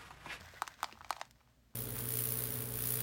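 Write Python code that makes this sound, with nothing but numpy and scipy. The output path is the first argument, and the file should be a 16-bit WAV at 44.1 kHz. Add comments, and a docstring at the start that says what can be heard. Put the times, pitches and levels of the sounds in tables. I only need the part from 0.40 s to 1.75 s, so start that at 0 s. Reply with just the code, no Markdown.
"""In a small room, just above a desk, two hands tilt a clear plastic pocket sleeve full of cards.
Creases in the film buckle one by one: each gives a sharp crack (a click, a brief ring and a shiver
of noise) and a hollow pop (a click through a band filter). Between them the film slides and rustles,
made from shaped noise and tiny random clicks, and it grows quieter towards the end.
Echoes of the snaps are dying noise; a faint mains hum (sines) and still air (noise) lie underneath."""
import sys
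import numpy as np
from scipy import signal
from scipy.fft import rfft, irfft
from scipy.io import wavfile

SR = 44100
rng = np.random.default_rng(int(sys.argv[2]) if len(sys.argv) > 2 else 0)


def log_audio(samples):
    """Write samples as a 16-bit WAV file to the path given in sys.argv[1]."""
    # one column per channel
    frames = np.atleast_2d(samples).T
    # limit to full scale, then quantise
    limited = np.clip(frames, -1, 1)
    pcm = np.round(limited * 32767).astype(np.int16)
    wavfile.write(sys.argv[1], SR, pcm)


N = 59535
T = np.arange(N) / SR   # time of each sample in seconds

# tones of the mains hum: f/Hz, rms level/dB
HUM_TONES = [(58, -74), (120, -76.5), (241, -90.5)]
# spectrum shape of the still air: f/Hz, relative level/dB
AIR_COLOUR = [(18, -41), (30, -6.5), (64, -3), (90, -14.5), (124, -2.5), (165, -16.5), (239, -9),
              (303, -17.5), (345, -23), (473, -24), (616, -19.5), (721, -26.5), (16000, -37.5)]
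AIR_RMS_DB = -69.5

# the sheet sways in the hands: t/s, length/s, level/dB
SWAYS = [(-.06, 0.19, -58), (.08, 0.17, -67.5), (.51, 0.19, -65.5)]
SWAY_HZ = 85

# fingers nudge the cards: t/s, length/s, level/dB
NUDGES = [(-.01, 0.049, -57.5), (.515, 0.065, -64.5)]
# resonances of the nudged cards: f/Hz, width/Hz, relative level/dB
CARD_RESONANCES = [(209.7, 22, 9), (372, 53, -21.5), (510, 60, -5)]

# the film drags with a dry rasp: t/s, length/s, level/dB
DRAGS = [(0, 0.15, -61.5), (.145, 0.054, -54.5), (.285, 0.089, -63.5)]
# resonances of the rasp: f/Hz, width/Hz, relative level/dB
RASP_RESONANCES = [(1550, 300, -0.5), (1966, 230, -2.5), (3380, 460, -10.5)]

# loudness of the film sliding on cards and fingers: t/s, level/dB
SLIDE_LEVEL = [(0, -56.5), (.09, -60), (.13, -59.5), (.17, -59), (.205, -60.5), (.26, -61.5), (.33, -61.5),
               (.36, -68), (.41, -60.5), (.47, -60), (.53, -64), (.59, -67), (.67, -63.5), (.76, -61),
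               (.84, -68), (.885, -71.5), (.93, -80), (1.01, -74), (1.05, -80), (1.10, -76.5), (1.2, -87.5),
               (1.35, -79)]
# spectrum shape of the sliding: f/Hz, relative level/dB
SLIDE_COLOUR = [(150, 2.5), (350, -9.5), (600, 1), (1000, 0.5), (1800, 1), (2600, -4), (5000, -6.5),
                (8000, -12.5), (16000, -18)]
TICKS_PER_S, TICKS_DB = 900, 2   # tiny ticks; level against the raw hiss
FLIPS_PER_S, FLIPS_DB, FLIPS_BAND_HZ = 110, -11, [682, 1420]   # pocket flips; level against hiss and ticks
CLICK_SPREAD_DB = 2.5   # how uneven the random clicks are

# creases buckling: t/s, pop level/dB, pop f/Hz, crack level/dB, crack ring f/Hz, crack top f/Hz
SNAPS = [(.0090, -52.5, 540, -40.5, 5170, 7240), (0.0174, -46, 1410, -68, 4500, 5150),
         (.0586, -75, 1090, -45.5, 6000, 13000), (.0802, -50.5, 900, -65, 3000, 3950),
         (0.0884, -54, 1830, -44, 2100, 5800), (0.1148, -76, 980, -53, 7500, 13200),
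         (.1370, -48.5, 520, -62, 2970, 4000), (.1423, -83, 900, -47.5, 4240, 5400),
         (.2201, -20, 1036, -22.5, 4580, 12800), (.2385, -44, 1100, -50.5, 3000, 4050),
         (0.2696, -49, 1360, -39.5, 2700, 5860), (0.2771, -31, 1295, -28.5, 6600, 9900),
         (0.3407, -60, 1200, -44, 4260, 6500), (.3900, -50, 1200, -54, 3500, 6000),
         (.4050, -44.5, 1450, -47, 2500, 7500), (0.4152, -50, 1750, -55, 2460, 4080),
         (.4300, -20.5, 1030, -21, 3890, 13000), (0.4432, -30.5, 890, -25, 5300, 5800),
         (.4870, -46, 970, -62, 3000, 3900), (0.4943, -44, 1020, -67, 3000, 3960),
         (0.5126, -51.5, 1470, -46.5, 2420, 4000), (0.5254, -53.5, 398, -38, 2750, 4500),
         (0.554, -51, 940, -66, 3000, 4000), (0.574, -46.5, 1020, -82, 3000, 4000),
         (0.5883, -59, 996, -50, 6300, 13200), (0.6078, -37.5, 1120, -58, 1650, 3000),
         (0.614, -39, 1180, -49, 1610, 3040), (0.6462, -41, 900, -38.5, 2410, 5140),
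         (.6642, -49.5, 860, -74.5, 2960, 4000), (0.695, -69, 1030, -41, 6400, 12200),
         (.6998, -51, 1090, -52, 2480, 4000), (0.706, -19.5, 959, -20.5, 4640, 12000),
         (.7276, -39.5, 787, -30.5, 2420, 6100), (0.7614, -65, 980, -45, 10900, 14000),
         (0.7652, -68, 1100, -41.5, 4200, 4500), (0.7658, -38.5, 873, -72, 3000, 4000),
         (.7710, -73, 1020, -43.5, 7840, 11200), (.7823, -47, 860, -66, 3000, 4000),
         (.7893, -49, 740, -74, 3000, 4000), (0.7981, -52, 990, -41.5, 5800, 11800),
         (0.8028, -44.5, 800, -44, 2600, 8100), (0.8139, -28.5, 828, -26.5, 1963, 6000),
         (0.8533, -55.5, 1020, -46.5, 7800, 9700), (.9100, -69, 1230, -40.5, 5800, 12600),
         (0.9575, -67.5, 1020, -61, 1980, 5250), (1.0060, -59.5, 990, -60, 2500, 4100),
         (1.0120, -58, 986, -64.5, 3050, 4000), (1.0745, -59.5, 1020, -73, 2980, 4000),
         (1.3390, -61, 980, -70, 1960, 4000)]
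# faint fixed pitches that the desk and things close by add to each snap:
# f/Hz, level/dB, time to fall by 60 dB/s
NEARBY_RESONANCES = [(919, -59.5, 0.14), (1298, -60, 0.13), (1548, -52, 0.059), (1830, -74, 0.11),
                     (2570, -47.5, 0.023)]

CRACK_LOW_HZ = 1460   # a crack's main body is thinned below this
CRACK_RING_DB, CRACK_RING_CYCLES = -18.5, 19.4   # cycles for the crease's ring to fall by 60 dB
BOUNCE_DB, BOUNCE_CYCLES = -12.5, 2.15   # return from the pocket's seam, after this many ring cycles
SHIVER_DB, SHIVER_T60_S, SHIVER_LAG_S = -1.5, 0.012, 0.00072   # the film shivers on after a crack
GLINT_DB, GLINT_HZ = -25, 11800   # even a dull crack keeps a glint of top treble

POP_WIDTH, POP_LAG_S = 1.35, 0.0001   # band edges as a ratio to the pitch; the pop trails the crack
KNOCK_DB, KNOCK_BAND_HZ = -24, [317, 648]   # dull knock of the cards, level against the pop

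DESK_DELAY_S, DESK_T60_S, DESK_DB = 0.0022, 0.038, -13.5   # scatter from the desk and its clutter
ROOM_DELAY_S, ROOM_T60_S, ROOM_DB = 0.009, 0.16, -17.5
# spectrum change of both echoes: f/Hz, level/dB
ECHO_COLOUR = [(200, 13.5), (1000, -2.5), (2500, -0.5), (5000, 0.5), (9000, -2), (16000, -9)]

# hollows in the microphone's response: f/Hz, width/Hz, depth/dB
MIC_DIPS = [(10370, 2360, -7.5)]
BASS_CUT_HZ, TREBLE_CUT_HZ = 46, 16750


def from_db(db):
    """Turn decibels into a plain multiplier."""
    return 10 ** (np.asarray(db) / 20)


def rms_one(x):
    """Scale a sound to an rms (average strength) of 1."""
    return x / np.sqrt(np.mean(x ** 2) + 1e-20)


def butter(x, order, hz, kind):
    """Filter with a Butterworth filter, which only looks back in time."""
    sections = signal.butter(order, hz, kind, fs=SR, output="sos")
    return signal.sosfilt(sections, x)


def band_edges(hz, width):
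    """Lower and upper edge of a band around a middle frequency."""
    return [hz - width / 2, hz + width / 2]


def colour(x, points):
    """Shape a sound's spectrum by joining points of f/Hz, level/dB along a log frequency scale."""
    hz, db = np.transpose(points)
    bins_hz = np.maximum(np.arange(len(x) // 2 + 1) * SR / len(x), 1)
    gain = from_db(np.interp(np.log(bins_hz), np.log(hz), db))
    return irfft(rfft(x) * gain, len(x))


def add(out, s, sound):
    """Mix a sound in, starting at a time in seconds."""
    start = int(round(s * SR))
    out[start:start + len(sound)] += sound[:N - start]


def later(x, s):
    """Delay by a time that may fall between samples."""
    times = T[:len(x)]
    return np.interp(times - s, times, x, left=0)


def swells(rows):
    """Smooth half-sine rises and falls, from rows of t/s, length/s, level/dB."""
    return sum(from_db(db) * np.sin(np.pi * np.clip((T - s) / length, 0, 1)) for s, length, db in rows)


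def clicks(per_s):
    """Random clicks of uneven size and either sign."""
    size_db = CLICK_SPREAD_DB * np.minimum(rng.exponential(1, N), 3)
    sizes = from_db(size_db) * rng.choice([-1, 1], N)
    happens = rng.random(N) < per_s / SR
    return sizes * happens + 1e-18


def dying_noise(t60, size):
    """Noise that falls by 60 dB in t60 seconds, with a total energy of 1."""
    burst = rng.standard_normal(size) * from_db(-60 * T[:size] / t60)
    return burst / np.sqrt(np.sum(burst ** 2))


def ring(x, hz, t60):
    """Resonator: a click of height 1 starts a dying sine of about height 1."""
    shrink = from_db(-60 / (t60 * SR))   # loss per sample
    turn = 2 * np.pi * hz / SR           # angle per sample
    return signal.lfilter([0, np.sin(turn)], [1, -2 * shrink * np.cos(turn), shrink ** 2], x + 1e-18)


def strokes(rows, resonances):
    """Resonances shaken by noise under smooth swells."""
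    body = np.zeros(N)
    for hz, width, db in resonances:
        shaken = butter(rng.standard_normal(2 * N), order=2, hz=band_edges(hz, width), kind="band")
        body += from_db(db) * rms_one(shaken[N:])   # the first half lets the filter settle
    return swells(rows) * rms_one(body)


def room_tone():
    """Still air as shaped noise, with a low electric hum of steady sines."""
    hum = np.zeros(N)
    for hz, db in HUM_TONES:
        # the square root of 2 gives a sine an rms of 1
        hum += from_db(db) * np.sqrt(2) * np.sin(2 * np.pi * (hz * T + rng.random()))
    air = rms_one(colour(rng.standard_normal(N), AIR_COLOUR))
    return hum + from_db(AIR_RMS_DB) * air


def sway():
    """The whole sheet wobbles at one low pitch while it is moved."""
    wobble = np.sqrt(2) * np.sin(2 * np.pi * (SWAY_HZ * T + rng.random()))
    return swells(SWAYS) * wobble


def nudges():
    """Fingers nudge the cards and shake their resonances."""
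    return strokes(NUDGES, CARD_RESONANCES)


def drags():
    """The film drags, and its rubbing shakes the resonances of a dry rasp."""
    return strokes(DRAGS, RASP_RESONANCES)


def rustle():
    """Sliding film rubs as a soft hiss, with many tiny ticks and pocket flips in it."""
    ticks = rms_one(clicks(TICKS_PER_S))
    friction = rng.standard_normal(N) + from_db(TICKS_DB) * ticks
    flips = rms_one(butter(clicks(FLIPS_PER_S), order=2, hz=FLIPS_BAND_HZ, kind="band"))
    level = from_db(np.interp(T, *np.transpose(SLIDE_LEVEL)))
    return level * (rms_one(colour(friction, SLIDE_COLOUR)) + from_db(FLIPS_DB) * flips)


def crack(click, ring_hz, top_hz):
    """A crease buckles: a bright click with a ring, a seam bounce and a shiver; the bare click peaks at 1."""
    crease = from_db(CRACK_RING_DB) * ring(click, ring_hz, CRACK_RING_CYCLES / ring_hz)
    # the sinc is a click that may fall between samples
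    bounce = from_db(BOUNCE_DB) * np.sinc(SR * (T[:len(click)] - BOUNCE_CYCLES / ring_hz))
    shiver = from_db(SHIVER_DB) * later(dying_noise(SHIVER_T60_S, size=len(click)), SHIVER_LAG_S)
    whole = click + crease + bounce + shiver
    thin = butter([click, whole], order=2, hz=CRACK_LOW_HZ, kind="high")
    bare, full = butter(thin, order=3, hz=top_hz, kind="low")
    glint = from_db(GLINT_DB) * butter(click + shiver, order=3, hz=GLINT_HZ, kind="high")
    return (full + glint) / np.abs(bare).max()


def pop(click, hz):
    """The pocket flips: a short hollow wave of height 1, over a dull knock from the cards inside."""
    flip = butter(click, order=3, hz=[hz / POP_WIDTH, hz * POP_WIDTH], kind="band")
    knock = butter(click, order=2, hz=KNOCK_BAND_HZ, kind="band")
    return flip / np.abs(flip).max() + from_db(KNOCK_DB) * knock / np.abs(knock).max()


def snaps():
    """Each crease cracks and its pocket pops; the desk and things close by add faint fixed pitches."""
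    out = np.zeros(N)
    click = signal.unit_impulse(2048) + 1e-18
    for s, pop_db, pop_hz, crack_db, ring_hz, top_hz in SNAPS:
        add(out, s, from_db(crack_db) * crack(click, ring_hz, top_hz))
        add(out, s + POP_LAG_S, from_db(pop_db) * pop(click, pop_hz))
    nearby = sum(from_db(db) * ring(out, hz, t60) for hz, db, t60 in NEARBY_RESONANCES)
    return out + nearby


def reflections(x):
    """Many small echoes, as dying noise: quick scatter from the desk, then the short tail of the room."""
    response = np.zeros(N)
    for delay, t60, db in ((DESK_DELAY_S, DESK_T60_S, DESK_DB), (ROOM_DELAY_S, ROOM_T60_S, ROOM_DB)):
        tail = colour(dying_noise(t60, size=N), ECHO_COLOUR)
        add(response, delay, from_db(db) * tail[:N // 2])
    return signal.fftconvolve(x, response)[:N]


def scene():
    """The sleeve close to the microphone, in its room; only the snaps get echoes."""
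    handling = sway() + nudges() + drags() + rustle()
    crinkle = snaps()
    return (room_tone() + handling + crinkle + reflections(crinkle))[None]


def record(dry):
    """The microphone colours the sound; the deepest bass and the very top are cut."""
    sound = butter(dry, order=3, hz=BASS_CUT_HZ, kind="high")
    for hz, width, db in MIC_DIPS:
        band = butter(sound, order=1, hz=band_edges(hz, width), kind="band")
        sound = sound + (from_db(db) - 1) * band   # takes part of the band away
    steep_cut = signal.ellip(10, 0.2, 70, TREBLE_CUT_HZ, fs=SR, output="sos")
    return signal.sosfilt(steep_cut, sound)


dry = scene()
out = record(dry)
log_audio(out)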